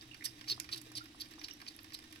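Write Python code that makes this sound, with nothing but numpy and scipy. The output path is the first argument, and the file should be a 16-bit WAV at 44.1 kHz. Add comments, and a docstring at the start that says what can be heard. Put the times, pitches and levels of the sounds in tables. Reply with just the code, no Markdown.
"""Cat lapping at a bathroom tap

A cat laps a thin stream close to the microphones, four licks a second. Each lick is a wet crackle
of tearing water films that rings in the mouth; tongue clicks, gulps and bubbles fall between.
The stream patters softly in the basin over a low hollow drone. The tiled room adds a short tail."""
import sys
import numpy as np
from scipy import signal
from scipy.fft import rfft, irfft
from scipy.io import wavfile
from scipy.ndimage import uniform_filter1d, map_coordinates

SR = 44100
rng = np.random.default_rng(int(sys.argv[2]) if len(sys.argv) > 2 else 0)


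def persist_wave(psi):
    """Save psi, clipped to +-1, as 16-bit WAV."""
    counts = np.round(np.clip(psi, -1, 1) * 32767).astype(np.int16)
    wavfile.write(sys.argv[1], SR, np.atleast_2d(counts).T)


N = 97020

# Treble shading of the left microphone. Each row: frequency in Hz, gain in dB.
LEFT_SHADE = [(200, -2), (1000, -1), (2000, -9.5), (3400, -8.5), (4350, -0.5), (5100, -11), (7000, -16.5),
              (15000, -13)]


def licks():
    """Water films tear on the tongue: crackle and froth swell, ring in the closing mouth, then pop."""
    # Each row: crest in seconds, lead-in in seconds, hold in seconds, level in dB, mouth ring in Hz,
    # relative fizz in dB, relative pop in dB.
    strokes = [(.256, 0.017, 0.0053, -38, 5130, 0, -3), (.5, 0.021, .022, -38, 4360, -14.5, 4),
               (0.732, 0.018, 0.012, -41, 4200, -12, 6), (0.78, .012, 0.0022, -48, 4000, -3, -8),
               (0.9804, .027, .001, -42.5, 4230, -3.5, 4.5), (1.2172, 0.019, 0.00079, -43, 4530, -7, 4.5),
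               (1.445, 0.0082, 0.0012, -43, 4500, -22, 5.5), (1.684, 0.011, 0.004, -47, 4480, -9.5, 2.5),
               (1.9477, 0.016, .001, -47, 4480, -2.5, 10)]
    # Crackle and froth spectra. Each row: frequency in Hz, gain in dB.
    crackle_eq = [(200, -20), (1100, -18), (1900, -12.5), (2500, -8.5), (3700, 1), (4800, 6), (5900, 1.5),
                  (6800, -10.5), (15000, -18.5)]
    froth_eq = [(5000, 4), (7000, -6.5), (8700, 9.5), (10300, 6.5), (12500, 8), (15500, -8)]
    attack_s, release_s, pop_spread_s = .001, .005, .0022
    tears_per_s, ring_db = 2000, -5.5
    crackle, fizz, ring = np.zeros((3, N))
    t = np.arange(0, .08, 1 / SR)
    for crest_s, lead_s, hold_s, db, ring_hz, fizz_db, pop_db in strokes:
        start_s = crest_s - lead_s
        swell = amp(np.interp(t, [0, lead_s], [-6.5, 0]))
        release = np.exp(-np.maximum(t - lead_s - hold_s, 0) / release_s)
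        envelope = swell * np.minimum(t / attack_s, 1) * release
        tears = amp(db) * burst(envelope, tears_per_s, spread_db=1.5)
        add(crackle, start_s, tears)
        foam = froth(len(t), per_s=6000, low_hz=5000, high_hz=13000, decay_cycles=2.5)
        add(fizz, start_s, amp(db + fizz_db) * envelope ** 2 * foam)
        # The mouth rings higher with the tongue out and sinks towards the pop.
        glide_hz = ring_hz * (1 + .1 * np.clip(1 - (t / lead_s) ** 2, 0, 1))
        mouth = resonate(tears, glide_hz, width_hz=1020)
        add(ring, start_s, amp(ring_db) * unit(mouth) * tears.std())
        pop = burst(np.exp(-.5 * ((t - lead_s) / pop_spread_s) ** 2), tears_per_s, spread_db=5)
        pop_ring = resonate(pop, ring_hz, width_hz=1600)
        add(ring, start_s, amp(db + pop_db) * unit(pop_ring) * pop.std())
    return colour(crackle, crackle_eq) + colour(fizz, froth_eq, keep_power=False) + ring


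def squeak():
    """Air squeezed past the tongue in the longest lick; the whistle drops as the mouth opens."""
    # Whistle contour. Each row: time in seconds, pitch in Hz, level in dB.
    contour = [(0.498, 4350, -44), (0.511, 4376, -31), (0.528, 4303, -34), (.529, 3880, -39),
               (0.536, 3570, -42)]
    times_s, hz, db = np.transpose(contour)
    t = np.arange(N) / SR
    envelope = (t > times_s[0]) * (t < times_s[-1]) * amp(np.interp(t, times_s, db))
    flutter = 1 + .077 * unit(uniform_filter1d(rng.standard_normal(N), size=90))
    phase = 2 * np.pi * np.cumsum(np.interp(t, times_s, hz)) / SR
    return envelope * flutter * np.sin(phase)


def lip_smack():
    """A wet seal breaks in a few milliseconds."""
    # Smack spectrum. Each row: frequency in Hz, gain in dB.
    smack_eq = [(600, -39), (1900, -12), (3800, -8), (6800, -1), (8000, -5), (11900, -7), (12700, -13),
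                (15500, -27)]
    start_s, db, rise_s, decay_s = .5991, -27.5, .002, .0015
    out, t = np.zeros(N), np.arange(0, .03, 1 / SR)
    envelope = np.minimum(t / rise_s, 1) ** .5 * np.exp(-np.maximum(t - rise_s, 0) / decay_s)
    snap = burst(envelope, per_s=11000, spread_db=-1)
    add(out, start_s, amp(db) * snap.std() * unit(colour(snap, smack_eq)))
    return out


def clicks():
    """Tongue and splashes make tiny clusters of wet ticks."""
    # Each row: start in seconds, level in dB, relative fizz in dB.
    clusters = [(0.144, -44, -8), (0.392, -50, -13), (0.412, -42, -10.5), (.441, -48, -17),
                (.474, -42, -24), (0.545, -54, 0), (0.6429, -44, -9), (0.69, -39, -19), (.759, -42.5, -1),
                (0.815, -49, 7), (0.918, -48.5, 0), (.995, -53.5, -4), (1.057, -48.5, -9),
                (1.256, -48.5, -9), (1.311, -49, -9), (1.337, -46, -11), (1.415, -42.5, -13),
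                (1.484, -39.5, -9.5), (1.602, -48.5, -9), (1.616, -43, -9), (1.664, -42.5, -33),
                (1.789, -43.5, -21), (1.844, -46, -5), (1.904, -48, -24), (1.921, -45.5, -15),
                (1.989, -46, -2.5), (2.04, -47.5, -8), (2.125, -45.5, -1), (2.159, -45.5, -7.5)]
    # Body and fizz spectra. Each row: frequency in Hz, gain in dB.
    body_eq = [(300, -28.5), (1200, -13.5), (1900, -5), (2800, -7.5), (3800, -12), (5500, -4),
               (6800, -31.5), (15000, -43)]
    fizz_eq = [(2000, -48), (7000, 1), (8800, 5), (11700, 3.5), (16000, -11)]
    decay_s = .0035
    body, fizz = np.zeros((2, N))
    t = np.arange(0, .03, 1 / SR)
    for start_s, db, fizz_db in clusters:
        ticks = amp(db) * burst(np.exp(-t / decay_s), per_s=3300, spread_db=0)
        add(body, start_s, ticks)
        add(fizz, start_s, amp(fizz_db) * ticks)
    return colour(body, body_eq) + colour(fizz, fizz_eq)


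def gulps():
    """Damped knocks of the mouth cavity as the jaw opens; lower throat thumps on swallowing."""
    # Each row: start in seconds, level in dB.
    jaw_knocks = [(0.5779, -44.5), (.916, -49), (1.147, -49.5), (1.382, -47.5), (1.624, -49.5)]
    # Each row: start in seconds, level in dB, pitch in Hz.
    swallows = [(.517, -53.5, 379), (0.74, -53, 328), (.863, -60, 470)]
    out = np.zeros(N)
    for start_s, db in jaw_knocks:
        add(out, start_s, ping(db, hz=994, decay_s=.00052))
    for start_s, db, hz in swallows:
        add(out, start_s, ping(db, hz, decay_s=.004))
    return out


def bubbles():
    """Each bubble rings briefly, rising a little in pitch."""
    # Each row: start in seconds, level in dB, pitch in Hz, decay in seconds.
    rings = [(.012, -37.5, 4800, 0.00045), (.113, -41.5, 2720, 0.0015), (0.134, -46, 2620, .0013),
             (.209, -41, 1980, 0.00086), (.223, -35.5, 2080, 0.00056), (0.262, -38.5, 1890, 0.00067),
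             (.9528, -32, 4830, 0.00076), (1.006, -48, 1343, 0.0035), (1.394, -41.5, 5340, 0.0016),
             (1.507, -43.5, 2830, 0.0016), (1.511, -33.5, 5420, .0008), (1.536, -45, 5550, .001),
             (1.536, -38.5, 11700, 0.00028), (1.765, -33.5, 10600, 0.00014), (1.832, -41, 11500, 0.00044)]
    out = np.zeros(N)
    for start_s, db, hz, decay_s in rings:
        add(out, start_s, ping(db, hz, decay_s, rise_per_cycle=.005))
    return out


def froth(size, per_s, low_hz, high_hz, decay_cycles, count=30):
    """A swarm of tiny bubbles ringing at many pitches."""
    pitches_hz = np.geomspace(low_hz, high_hz, count) * rng.uniform(.97, 1.03, count)
    chance, strength = rng.random((2, count, size))
    hits = (chance < per_s / count / SR) * -np.log(strength)
    rings = [ping(0, hz, decay_cycles / hz) for hz in pitches_hz]
    return unit(sum(signal.oaconvolve(row, ring)[:size] for row, ring in zip(hits, rings)))


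def trickle():
    """Drops patter in the basin in uneven clumps; the stream drives tiny bubbles under."""
    # Patter spectrum. Each row: frequency in Hz, gain in dB.
    basin_eq = [(300, -0.5), (900, -6.5), (1400, -5.5), (1900, 3.5), (3000, -3.5), (3800, 8.5),
                (4400, -11.5), (5500, 3.5), (6500, -6), (11700, -10), (14000, -14.5)]
    patter_db, fizz_db, clump_db = -61.5, -73, 3.5
    clumps = unit(uniform_filter1d(rng.standard_normal(N), size=500))
    drops = specks(N, per_s=2000, spread_db=1.5) * amp(clump_db * clumps)
    fizz = froth(N, per_s=170, low_hz=8300, high_hz=14100, decay_cycles=1.8)
    return amp(patter_db) * unit(colour(drops, basin_eq)) + amp(fizz_db) * fizz


def room(direct):
    """Dense reflections from tiles and basin, with a strong early cluster."""
    # Reflection spectrum. Each row: frequency in Hz, gain in dB.
    tile_eq = [(500, 7.5), (2000, 7.5), (3400, 2), (4200, -5.5), (4800, 3), (5700, 2), (6600, -4.5)]
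    gap_s, early_s = .001, .0032
    hz, t, spectra = signal.stft(rng.standard_normal((2, SR // 2)), SR, nperseg=256)
    t60_s = at_hz([(2000, .16), (14000, .21)], hz)
    tail = signal.istft(spectra * amp(-60 * t / t60_s[:, None]), SR, nperseg=256)[1]
    age_s = np.arange(tail.shape[1]) / SR
    tail *= (age_s > gap_s) * (1 + 2.9 * np.exp(-age_s / early_s))
    send = np.array([colour(side, tile_eq, keep_power=False) for side in direct])
    return amp(-5.5) * signal.fftconvolve(send, tail / np.linalg.norm(tail[0]), axes=1)[:, :N]


def wash():
    """Diffuse water wash over a room rumble that both microphones share."""
    # Wash and rumble spectrum. Each row: frequency in Hz, gain in dB.
    wash_eq = [(20, 3), (80, 11), (190, 4), (350, -22.5), (520, -3), (1300, -5.5), (2000, -1.5),
               (3000, 2.5), (3800, -1.5), (5000, 0), (6500, -8.5), (11000, -11.5), (16000, -64)]
    db, shared_below_hz = -62.5, 760
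    hz = np.fft.rfftfreq(N, 1 / SR)
    left, right = rfft(rng.standard_normal((2, N)))
    coherence = .92 / (1 + (hz / shared_below_hz) ** 6)
    left = coherence * right + np.sqrt(1 - coherence ** 2) * left
    left *= amp(.51 * at_hz(LEFT_SHADE, hz))
    return amp(db) * unit(irfft(np.array([left, right]) * amp(at_hz(wash_eq, hz)), N))


def drone():
    """A steady hollow drone, plus a low hum that dips briefly and later fades."""
    # Each row: centre in Hz, half-width in Hz, level in dB.
    resonances = [(76, 45, -72.5), (235.2, 13, -74.5), (272, 48, -72), (309.4, 19.7, -62)]
    hollow = sum(amp(db) * narrow_noise(hz, half_hz) for hz, half_hz, db in resonances)
    hum_db = np.interp(np.arange(N) / SR, [.3, .4, .46, 1.03, 1.15], [-67.5, -76, -63.5, -64, -78])
    hum = amp(hum_db) * narrow_noise(hz=123.7, half_width_hz=6.6)
    return (hollow + hum) * amp([[.9], [-.9]])  # slightly left


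def amp(db):
    """Decibels to gain."""
    return 10 ** (np.asarray(db) / 20)


def unit(x):
    """Scale to rms 1."""
    return x / np.sqrt(np.mean(x ** 2) + 1e-20)


def at_hz(points, hz):
    """Interpolate a table on a log-frequency axis."""
    f, value = np.transpose(points)
    return np.interp(np.log(hz + 1), np.log(f), value)


def add(mix, start_s, sound):
    """Mix a sound in, in place."""
    part = mix[max(round(start_s * SR), 0):][:len(sound)]
    part += sound[:len(part)]


def colour(x, eq, keep_power=True, size=2048):
    """Minimum-phase filter with the given spectrum."""
    gain = amp(at_hz(eq, abs(np.fft.fftfreq(size, 1 / SR))))
    log_gain = np.log(unit(gain) if keep_power else gain)
    taps = np.fft.ifft(np.exp(np.conj(signal.hilbert(log_gain)))).real
    return signal.fftconvolve(x, taps[:size // 2])[:len(x)]


def resonate(x, hz, width_hz):
    """Double-pole resonance that follows a pitch curve."""
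    carrier = np.exp(2j * np.pi * np.cumsum(hz * np.ones(len(x))) / SR)
    pole = np.exp(-np.pi * width_hz / SR)
    return (carrier * signal.lfilter([1], np.poly([pole, pole]), x / carrier)).real


def specks(size, per_s, spread_db):
    """Random impulses of uneven strength."""
    chance, strength, sign = rng.random((3, size))
    gain = amp(spread_db * np.minimum(-np.log(strength), 4))
    return unit((chance < per_s / SR) * np.sign(sign - .5) * gain)


def burst(envelope, per_s, spread_db):
    """Impulses under an envelope, with that envelope's energy."""
    impulses = specks(len(envelope), per_s, spread_db) * envelope
    return unit(impulses) * np.sqrt(np.mean(envelope ** 2))


def ping(db, hz, decay_s, rise_per_cycle=0):
    """Damped tone that swells for decay_s, then dies away."""
    t = np.arange(0, .06, 1 / SR)
    envelope = t / decay_s * np.exp(1 - t / decay_s)
    phase = 2 * np.pi * hz * t * (1 + rise_per_cycle * hz * t / 2)
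    return amp(db) * envelope * np.sin(phase)


def narrow_noise(hz, half_width_hz):
    """Noise in one narrow resonance."""
    detuning = (np.fft.rfftfreq(N, 1 / SR) - hz) / half_width_hz
    return unit(irfft(rfft(rng.standard_normal(N)) / (1 + detuning ** 2), N))


def mic_pair(x, lead_s=.0005156):
    """A near sound reaches the left microphone first."""
    return np.array([map_coordinates(x, [np.arange(N) + lead_s * SR], order=3), x])


def scene():
    """Mouth and stream sit to one side of the microphones; the squeak has no echo."""
    near = licks() + lip_smack() + clicks() + bubbles() + trickle()
    # The stream falls below the microphones, so part of its patter arrives by different paths.
    left_patter = np.outer([1, 0], amp(-18.5) * trickle())
    direct = mic_pair(near) + gulps() + left_patter
    left, right = direct + room(direct) + mic_pair(squeak())
    return np.array([colour(left, LEFT_SHADE, keep_power=False), right]) + wash() + drone()


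def record(dry):
    """The recorder's band limit."""
    edge_hz = 16150
    lowpass = signal.firwin(511, edge_hz, window=("kaiser", 9), fs=SR)
    return signal.oaconvolve(dry, lowpass[None], "same")


dry = scene()
out = record(dry)
persist_wave(out)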